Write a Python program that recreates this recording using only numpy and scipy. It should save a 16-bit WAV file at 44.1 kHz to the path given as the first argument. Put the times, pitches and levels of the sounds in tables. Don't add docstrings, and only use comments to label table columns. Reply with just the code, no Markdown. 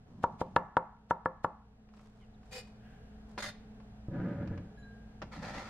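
import sys
import numpy as np
from scipy import signal
from scipy.fft import rfft, irfft, next_fast_len
from scipy.io import wavfile
from scipy.ndimage import uniform_filter1d, minimum_filter1d

SR = 44100
rng = np.random.default_rng(int(sys.argv[2]) if len(sys.argv) > 2 else 0)


def wav_record(signal):
    frames = np.transpose(np.atleast_2d(signal))
    bounded = np.clip(frames, -1, 1)
    quanta = np.round(bounded * 32767).astype(np.int16)
    wavfile.write(sys.argv[1], SR, quanta)


N = 250929
TIME = np.arange(N) / SR

# (time [s], level [dB], contact bandwidth [Hz], garlic crunch level [dB], crunch lead [s])
CHOP_BLOWS = [(0.239, 0.5, 1290, -38.5, 0.0063), (0.414, -1.5, 787, -38.5, 0.0095),
              (0.563, 6.5, 2140, -33.5, 0.0013), (0.7683, 5, 1900, -34.5, 0.00046),
              (1.1088, 2.5, 1540, -40.5, 0.0061), (1.2579, 1.5, 1423, -47.5, 0.0041),
              (1.445, 1, 1435, -39, 0.0049)]
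# (frequency [Hz], level [dB], t60 [s])
COUNTER_MODES = [(130.6, 2.5, 0.22), (186.8, -1, 0.24), (326.6, 1.5, 0.11), (466, 4, 0.082),
                 (573.5, 4.5, 0.072), (987, 0.5, 0.13), (1249, 1, 0.18), (1594, -7.5, 0.057),
                 (1710, -2, 0.3)]


def undb(db):
    return 10 ** (np.asarray(db) / 20)


def unit(x):
    return x / np.sqrt(np.mean(x ** 2))


def decay(t, t60):
    return np.exp(-np.log(1000) * t / t60)


def at(points, hz):
    f, value = np.transpose(points)
    return np.interp(np.log(np.maximum(hz, 1)), np.log(f), value)


def colour(x, points):
    count = x.shape[-1]
    size = next_fast_len(count, True)
    gain = undb(at(points, np.fft.rfftfreq(size, 1 / SR)))
    return irfft(rfft(x, size) * gain, size)[..., :count]


def lowpass(x, order, hz):
    return signal.sosfilt(signal.butter(order, hz, fs=SR, output="sos"), x)


def convolve(x, response):
    return signal.fftconvolve(np.atleast_2d(x), np.atleast_2d(response), axes=-1)[:, :N]


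def ring(modes):
    t = TIME[:SR // 4]
    return sum(undb(db) * np.sin(2 * np.pi * hz * t) * decay(t, t60) for hz, db, t60 in modes)


def impulses(rows):
    force = np.zeros(N)
    for s, db in rows:
        force[int(s * SR)] = undb(db)
    return force


def grains(rate, spread_db):
    slips = np.zeros((2, N))
    chance = rng.random((2, N))
    hit = chance < rate / SR
    excess = np.minimum(-np.log(chance[hit] * SR / rate + 1e-12), 4)
    slips[hit] = undb(spread_db * excess) * np.sign(rng.random((2, N))[hit] - .5)
    return unit(slips)


def ports(pair, wide_db=0):
    # (frequency [Hz], level [dB])
    width = [(60, -38), (200, -20), (600, -11.5), (1300, -6), (2400, -2.5), (4400, 1.5), (8000, 3.5),
             (15000, 3)]
    side = colour(pair[1], width) * undb(wide_db)
    return np.array([pair[0] + side, pair[0] - side])


def rub(slips, modes, ring_db, spectrum):
    ringing = unit(convolve(slips, ring(modes)))
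    return unit(colour(slips + undb(ring_db) * ringing, spectrum))


def strokes(rows, attack_s, release_t60, sag_db_per_s=0):
    power = 0
    for s, length, db in rows:
        t = TIME - s
        sag_db = sag_db_per_s * np.clip(t, 0, length)
        release_db = 60 * np.maximum(t - length, 0) / release_t60
        gain = np.clip(t / attack_s, 0, 1) * undb(db - sag_db - release_db)
        power = power + gain ** 2
    return np.sqrt(power)


def stick_slip(rows, rough, size):
    out = 0
    for s, length, start_hz, end_hz, db in rows:
        progress = np.clip((TIME - s) / length, 0, 1)
        jitter = rough * unit(uniform_filter1d(rng.standard_normal(N), size=size))
        hz = (start_hz + (end_hz - start_hz) * progress) * (1 + jitter)
        out = out + undb(db) * np.sin(np.pi * progress) * np.sin(2 * np.pi * np.cumsum(hz) / SR)
    return out


def disperse(x):
    # (frequency [Hz], width [Hz])
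    slow_bands = [(1390, 2600), (992, 110)]
    for hz, width in slow_bands:
        radius = np.exp(-np.pi * width / SR)
        poles = [1, -2 * radius * np.cos(2 * np.pi * hz / SR), radius ** 2]
        x = signal.lfilter(poles[::-1], poles, x)
    return x


def radiate(x, low_hz=65):
    return signal.sosfilt(signal.butter(2, low_hz, "high", fs=SR, output="sos"), x)


def chops(left_db=1.0, place_db=3.5):
    # (frequency [Hz], level [dB], t60 [s])
    board_modes = [(75, -42, 0.098), (174, -41.5, 0.28), (316, -55, 0.28), (439, -59, 0.058),
                   (522, -35, 0.17), (861, -24.5, 0.058), (937, -14.5, 0.031), (1142, -14, 0.012),
                   (1331, -9.5, 0.024), (1704, -19, 0.036), (2073, -54, 0.11), (2737, -28, 0.012),
                   (3540, -38, 0.0017), (4140, -18, 0.0062)]
    # (delay [s], share [1])
    edge_returns = [(.00235, 0.2), (.0035, 0.033)]
    arrivals = [(0.00045, 1)] + list(edge_returns)
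    board_norm = np.linalg.norm(ring(board_modes))
    out = np.zeros(N)
    for s, db, contact_hz, _, _ in CHOP_BLOWS:
        knock = ring([(hz, level + place_db * rng.standard_normal(), t60) for hz, level, t60 in board_modes])
        knock = knock * board_norm / np.linalg.norm(knock)
        knock = disperse(lowpass(knock, 3, contact_hz))
        for delay, share in arrivals:
            start = int((s + delay) * SR)
            out[start:start + len(knock)] += share * undb(db) * knock
    return radiate(out) * undb([[left_db], [-left_db]])


def crunch(fade_s=0.0055):
    press = 0
    for s, _, _, db, lead_s in CHOP_BLOWS:
        press = press + undb(db) * np.exp(-np.maximum((s - TIME) / lead_s, (TIME - s) / fade_s))
    spectrum = [(150, -2), (800, 12), (2000, 0.5), (4500, -9), (8000, -16), (15000, -31)]  # (Hz, dB)
    cells = colour(grains(rate=4600, spread_db=4.5), spectrum)
    return ports(unit(cells) * press, wide_db=1.5)


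def thuds(hz=85, t60=0.073):
    # (time [s], level [dB])
    bumps = [(0.2364, -33), (0.412, -34)]
    return convolve(impulses(bumps), ring([(hz, 0, t60)]))


def taps(t60=0.054, db=-32):
    # (time [s], level [dB])
    touches = [(0.584, -16), (1.889, -25), (1.938, -21), (1.972, -20), (1.993, -21.5), (2.057, -25.5),
               (2.431, -27), (2.464, -33.5), (3.3777, -4.5), (3.386, -7), (3.802, -27.5), (4.475, -15.5),
               (4.576, -16.5), (5.2177, -7.5), (5.2237, -9.5)]
    # (frequency [Hz], level [dB])
    tap_colour = [(120, -13), (300, 1), (800, 3.5), (1400, 1), (2100, -6.5), (2600, -7.5), (3600, -19.5),
                  (5200, -17.5), (7500, -34.5), (11000, -56), (15000, -49)]
    envelope = sum(undb(level) * (TIME >= s) * decay(np.abs(TIME - s), t60) for s, level in touches)
    noise = rng.standard_normal((2, N))
    clatter = colour(noise * envelope, tap_colour) / np.std(colour(noise[0], tap_colour))
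    return ports(clatter * undb(db), wide_db=-1.0)


def glide(x, lag_s=0.00104, swing=0.19, swing_hz=2.6, share=0.29):
    path_s = lag_s * (1 + swing * np.sin(2 * np.pi * swing_hz * TIME))
    mirrored = np.array([np.interp(TIME - path_s, TIME, row) for row in x])
    return (x + share * mirrored) / np.hypot(1, share)


def blade_work():
    # (frequency [Hz], level [dB], t60 [s])
    free_modes, pressed_modes = [(507, 6.5, 0.13), (780, -1, 0.031), (1924, 2.5, 0.058), (2990, -1, 0.041),
                                 (2123, 2, 0.063), (2470, 4, 0.069), (2495, -1.5, 0.1), (3660, -26, 0.12),
                                 (4730, 2, 0.069), (5330, 2, 0.059), (6400, -5, 0.047), (7420, 2, 0.053),
                                 (8930, 0, 0.059)], [(590, -0.5, 0.045), (1220, -3, 0.09), (1470, -3, 0.1),
                                                (1700, -3, 0.015), (1950, 0, 0.013), (2065, -2.5, 0.068),
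                                                (3475, -34, 0.021), (3684, -0.5, 0.11), (4200, -14, 0.11),
                                                (4260, -1.5, 0.19), (4760, 1, 0.021), (5250, 7, 0.014),
                                                (6680, 5.5, 0.024)]
    # (frequency [Hz], level [dB])
    wipe_colour, scrape_colour = [(200, -52), (480, 1.5), (800, 2.5), (1100, -4), (2200, -4.5), (3200, 1.5),
                                  (5000, -4), (8000, -8), (11000, -12), (15500, -25)], [(200, -5.5), (450, -18.5), (600, 2), (1050, -12),
                                                       (1450, 0), (2150, -2), (2800, -12), (3800, -8),
                                                       (6400, -11.5), (10000, -18), (15500, -36)]
    sweep_colour = [(180, -17), (300, -1), (403, -1.5), (515, 5), (627, 0.5), (841, 4.5), (1090, -7),
                    (1330, 4.5), (1590, -8), (1790, 1.5), (2920, -14.5), (4540, -13), (6730, -21.5),
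                    (15000, -47)]
    # (time [s], length [s], level [dB])
    wipes, scrapes, sweeps = [(2.508, 0.084, -43.5)], [(3.378, 0.017, -43), (3.4, 0.0054, -40.5), (3.421, 0.075, -36)], [(5.312, 0.035, -49), (5.415, 0.077, -45),
                                                              (5.532, 0.071, -44.5), (5.64, .05, -51.5)]
    wipe = rub(grains(rate=3500, spread_db=3.5), free_modes, ring_db=0, spectrum=wipe_colour)
    scrape = rub(grains(rate=2500, spread_db=3.5), pressed_modes, ring_db=-4, spectrum=scrape_colour)
    sweep = rub(grains(rate=2000, spread_db=0.0), pressed_modes, ring_db=-22, spectrum=sweep_colour)
    wipe = wipe * strokes(wipes, attack_s=0.023, release_t60=0.11)
    scrape = scrape * strokes(scrapes, attack_s=0.0054, release_t60=0.076, sag_db_per_s=125.5)
    sweep = sweep * strokes(sweeps, attack_s=0.018, release_t60=0.55)
    return ports(wipe + glide(scrape + sweep), wide_db=-2.0)


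def squeaks():
    # (time [s], length [s], start [Hz], end [Hz], level [dB])
    squeak_rows = [(2.2, 0.059, 3350, 2630, -68), (2.204, 0.045, 2330, 1890, -66),
                   (2.335, 0.026, 4210, 3470, -71)]
    return stick_slip(squeak_rows, rough=0.044, size=60)


def fingers():
    # (time [s], length [s], level [dB])
    picks, slides = [(.25, .3, -81.5), (1.91, .16, -65.5), (2.12, 0.11, -73), (2.41, 0.27, -69.5),
                     (3.26, 0.059, -68)], [(2.78, 0.13, -68.5)]
    # (frequency [Hz], level [dB])
    crackle_colour, slide_colour = [(400, 8.5), (900, 15.5), (2500, -1), (5000, -1.5), (8000, -6),
                                    (14000, -22.5)], [(400, -14.5), (800, 1.5), (1100, -16),
                                                             (1600, 7.5), (2200, -10.5), (2850, -4.5),
                                                             (4000, -23), (14000, -31.5)]
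    crackle = unit(colour(grains(rate=800, spread_db=3.5), crackle_colour))
    swish = unit(colour(grains(rate=1700, spread_db=0), slide_colour))
    crackle = crackle * strokes(picks, attack_s=0.056, release_t60=0.39)
    swish = swish * strokes(slides, attack_s=0.079, release_t60=1.3)
    return ports(crackle + swish, wide_db=-2.5)


def bowl():
    # (time [s], length [s], level [dB])
    pulls = [(4.1, 0.23, -35), (4.36, 0.069, -37.5), (4.485, 0.027, -37)]
    # (frequency [Hz], level [dB])
    drag_colour = [(35, -36.5), (75, -18), (125, -7.5), (200, 1), (260, -7), (400, -16.5), (570, -12.5),
                   (700, -17.5), (1100, -32.5), (1400, -21), (1900, -28), (2700, -42.5), (5000, -58.5),
                   (12000, -83)]
    # (time [s], length [s], start [Hz], end [Hz], level [dB])
    judders = [(4.12, .26, 154.4, 206.6, -39.5), (4.36, 0.288, 75.7, 99, -39.5)]
    # (frequency [Hz], start [s], swell [s], level [dB], t60 [s])
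    rim_modes = [(1660, 4.772, 0.0055, -58, 0.41), (1611, 4.81, 0.044, -57, 1.0),
                 (3984, 4.77, 0.012, -74.5, 0.23), (4000, 4.827, 0.0021, -62.5, 0.26),
                 (7000, 4.785, 0.017, -74.5, 0.11), (10600, 4.77, 0.017, -81, 0.15)]
    drag = rub(grains(rate=1600, spread_db=1.5), COUNTER_MODES, ring_db=-11.5, spectrum=drag_colour)
    drag = drag * strokes(pulls, attack_s=0.05, release_t60=0.55)
    judder = stick_slip(judders, rough=0.1053, size=200)
    rim = 0
    for hz, s, swell_s, db, t60 in rim_modes:
        shape = np.clip((TIME - s) / swell_s, 0, 1) * decay(np.maximum(TIME - s - swell_s, 0), t60)
        rim = rim + undb(db) * shape * np.sin(2 * np.pi * hz * (TIME - rim_modes[0][1]))
    return ports(drag, wide_db=-3.5) + judder + rim


def jolts(db=-41, push_hz=240):
    # (time [s], level [dB])
    jumps = [(4.084, 5.5), (4.127, -6), (4.157, -9), (4.197, 1.5), (4.23, -7), (4.41, -1), (4.511, 7)]
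    boom = ring([(hz, level, t60 / 2) for hz, level, t60 in COUNTER_MODES])
    return convolve(impulses(jumps) * undb(db), lowpass(boom, 2, push_hz))


def sleeves():
    # (time [s], length [s], level [dB])
    brushes = [(.065, 0.21, -47.5), (.28, 0.36, -47.5), (4.77, .06, -61), (5.22, 0.062, -50.5),
               (5.365, 0.042, -45), (5.5, 0.019, -49), (5.63, 0.048, -73)]
    # (frequency [Hz], level [dB])
    brush_colour = [(40, -0.5), (100, 2.5), (200, 9.5), (330, -9), (550, -14.5), (1000, -19), (2000, -39.5),
                    (6000, -43), (14000, -63)]
    friction = unit(colour(grains(rate=520, spread_db=1.5), brush_colour))
    return ports(friction * strokes(brushes, attack_s=0.018, release_t60=.55))


def background(air_db=-55, hum_width_hz=3):
    # (frequency [Hz], level [dB])
    room_tone, hum_lines = [(12, -44.5), (20, 2.5), (54, -3.5), (157, -4.5), (225, -4.5), (274, -11.5),
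                            (362, -25), (439, -10.5), (565, -21.5), (725, -14.5), (1010, -28), (1630, -27),
                            (2090, -35.5), (2840, -37), (15500, -62.5)], [(57, -59), (115, -62.5), (213, -57), (425, -74)]
    air = unit(colour(rng.standard_normal((2, N)), room_tone))
    air = ports(air, wide_db=5) * undb(air_db)
    slow = [(hum_width_hz, 0), (10 * hum_width_hz, -50), (1000, -120)]  # (Hz, dB)
    hum = 0
    for hz, db in hum_lines:
        waver = unit(colour(rng.standard_normal(N), slow))
        line = np.sin(2 * np.pi * hz * TIME + 0.72 * waver[::-1])
        hum = hum + undb(db) * np.sqrt(2) * (1 + 0.27 * waver) * line
    return air + hum


def kitchen(x, gap_s=0.001, early_db=4, early_s=0.0078):
    # (frequency [Hz], t60 [s])
    room_t60 = [(100, 0.18), (400, 0.17), (1000, 0.46), (2000, .5), (5000, .38), (14000, 0.2)]
    # (frequency [Hz], level [dB])
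    room_colour = [(80, -8.5), (300, -6), (500, -7.5), (640, -6), (900, -8), (1600, -14), (2300, -6.5),
                   (8000, -15.5), (15000, -18.5)]
    t = TIME[:SR]
    noise = rfft(ports(rng.standard_normal((2, SR)), wide_db=-1))
    centres = np.geomspace(60, 16000, num=9)
    hz = np.fft.rfftfreq(SR, 1 / SR)
    build = np.clip(t / gap_s - 1, 0, 1) * (1 + undb(early_db) * np.exp(-t / early_s))
    response = 0
    for centre, weights in zip(centres, np.eye(len(centres))):
        envelope = build * decay(t, at(room_t60, centre))
        band = irfft(noise * at(np.c_[centres, weights], hz), SR)
        response = response + band * envelope / np.linalg.norm(envelope)
    return convolve(x, colour(response, room_colour))


def gain_control(x, limit_db=-16, start_cut_db=5, hold_s=1.03, recover_db_per_s=6):
    power = uniform_filter1d(np.mean(x ** 2, axis=0), size=220)
    cut_db = np.maximum(10 * np.log10(np.maximum(power, 1e-12)) - limit_db, 0)
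    cut_db[0] = start_cut_db
    half = int(hold_s * SR / 2)
    held_db = -minimum_filter1d(-cut_db, 2 * half + 1, origin=half, mode="nearest")
    recovery_db = recover_db_per_s * TIME
    cut_db = np.maximum.accumulate(held_db + recovery_db) - recovery_db
    return x * undb(-uniform_filter1d(cut_db, size=64))


def scene(chop_echo_db=-1.0, crunch_echo_db=-6, work_echo_db=-1, board_top_hz=1800):
    blows, cells = chops(), crunch()
    work = taps() + blade_work() + fingers() + squeaks() + bowl() + jolts() + sleeves()
    knock = lowpass(blows.mean(axis=0), 4, board_top_hz)
    send = undb(chop_echo_db) * knock + undb(crunch_echo_db) * cells[0] + undb(work_echo_db) * work[0]
    return blows + cells + thuds() + work + kitchen(send) + background()


def record(dry, ceiling=0.33, top_hz=15700):
    x = gain_control(dry)
    rounded = x / (1 + (x / ceiling) ** 4) ** (1 / 4)
    return signal.sosfilt(signal.ellip(8, .2, 70, top_hz, fs=SR, output="sos"), rounded)


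dry = scene()
out = record(dry)
wav_record(out)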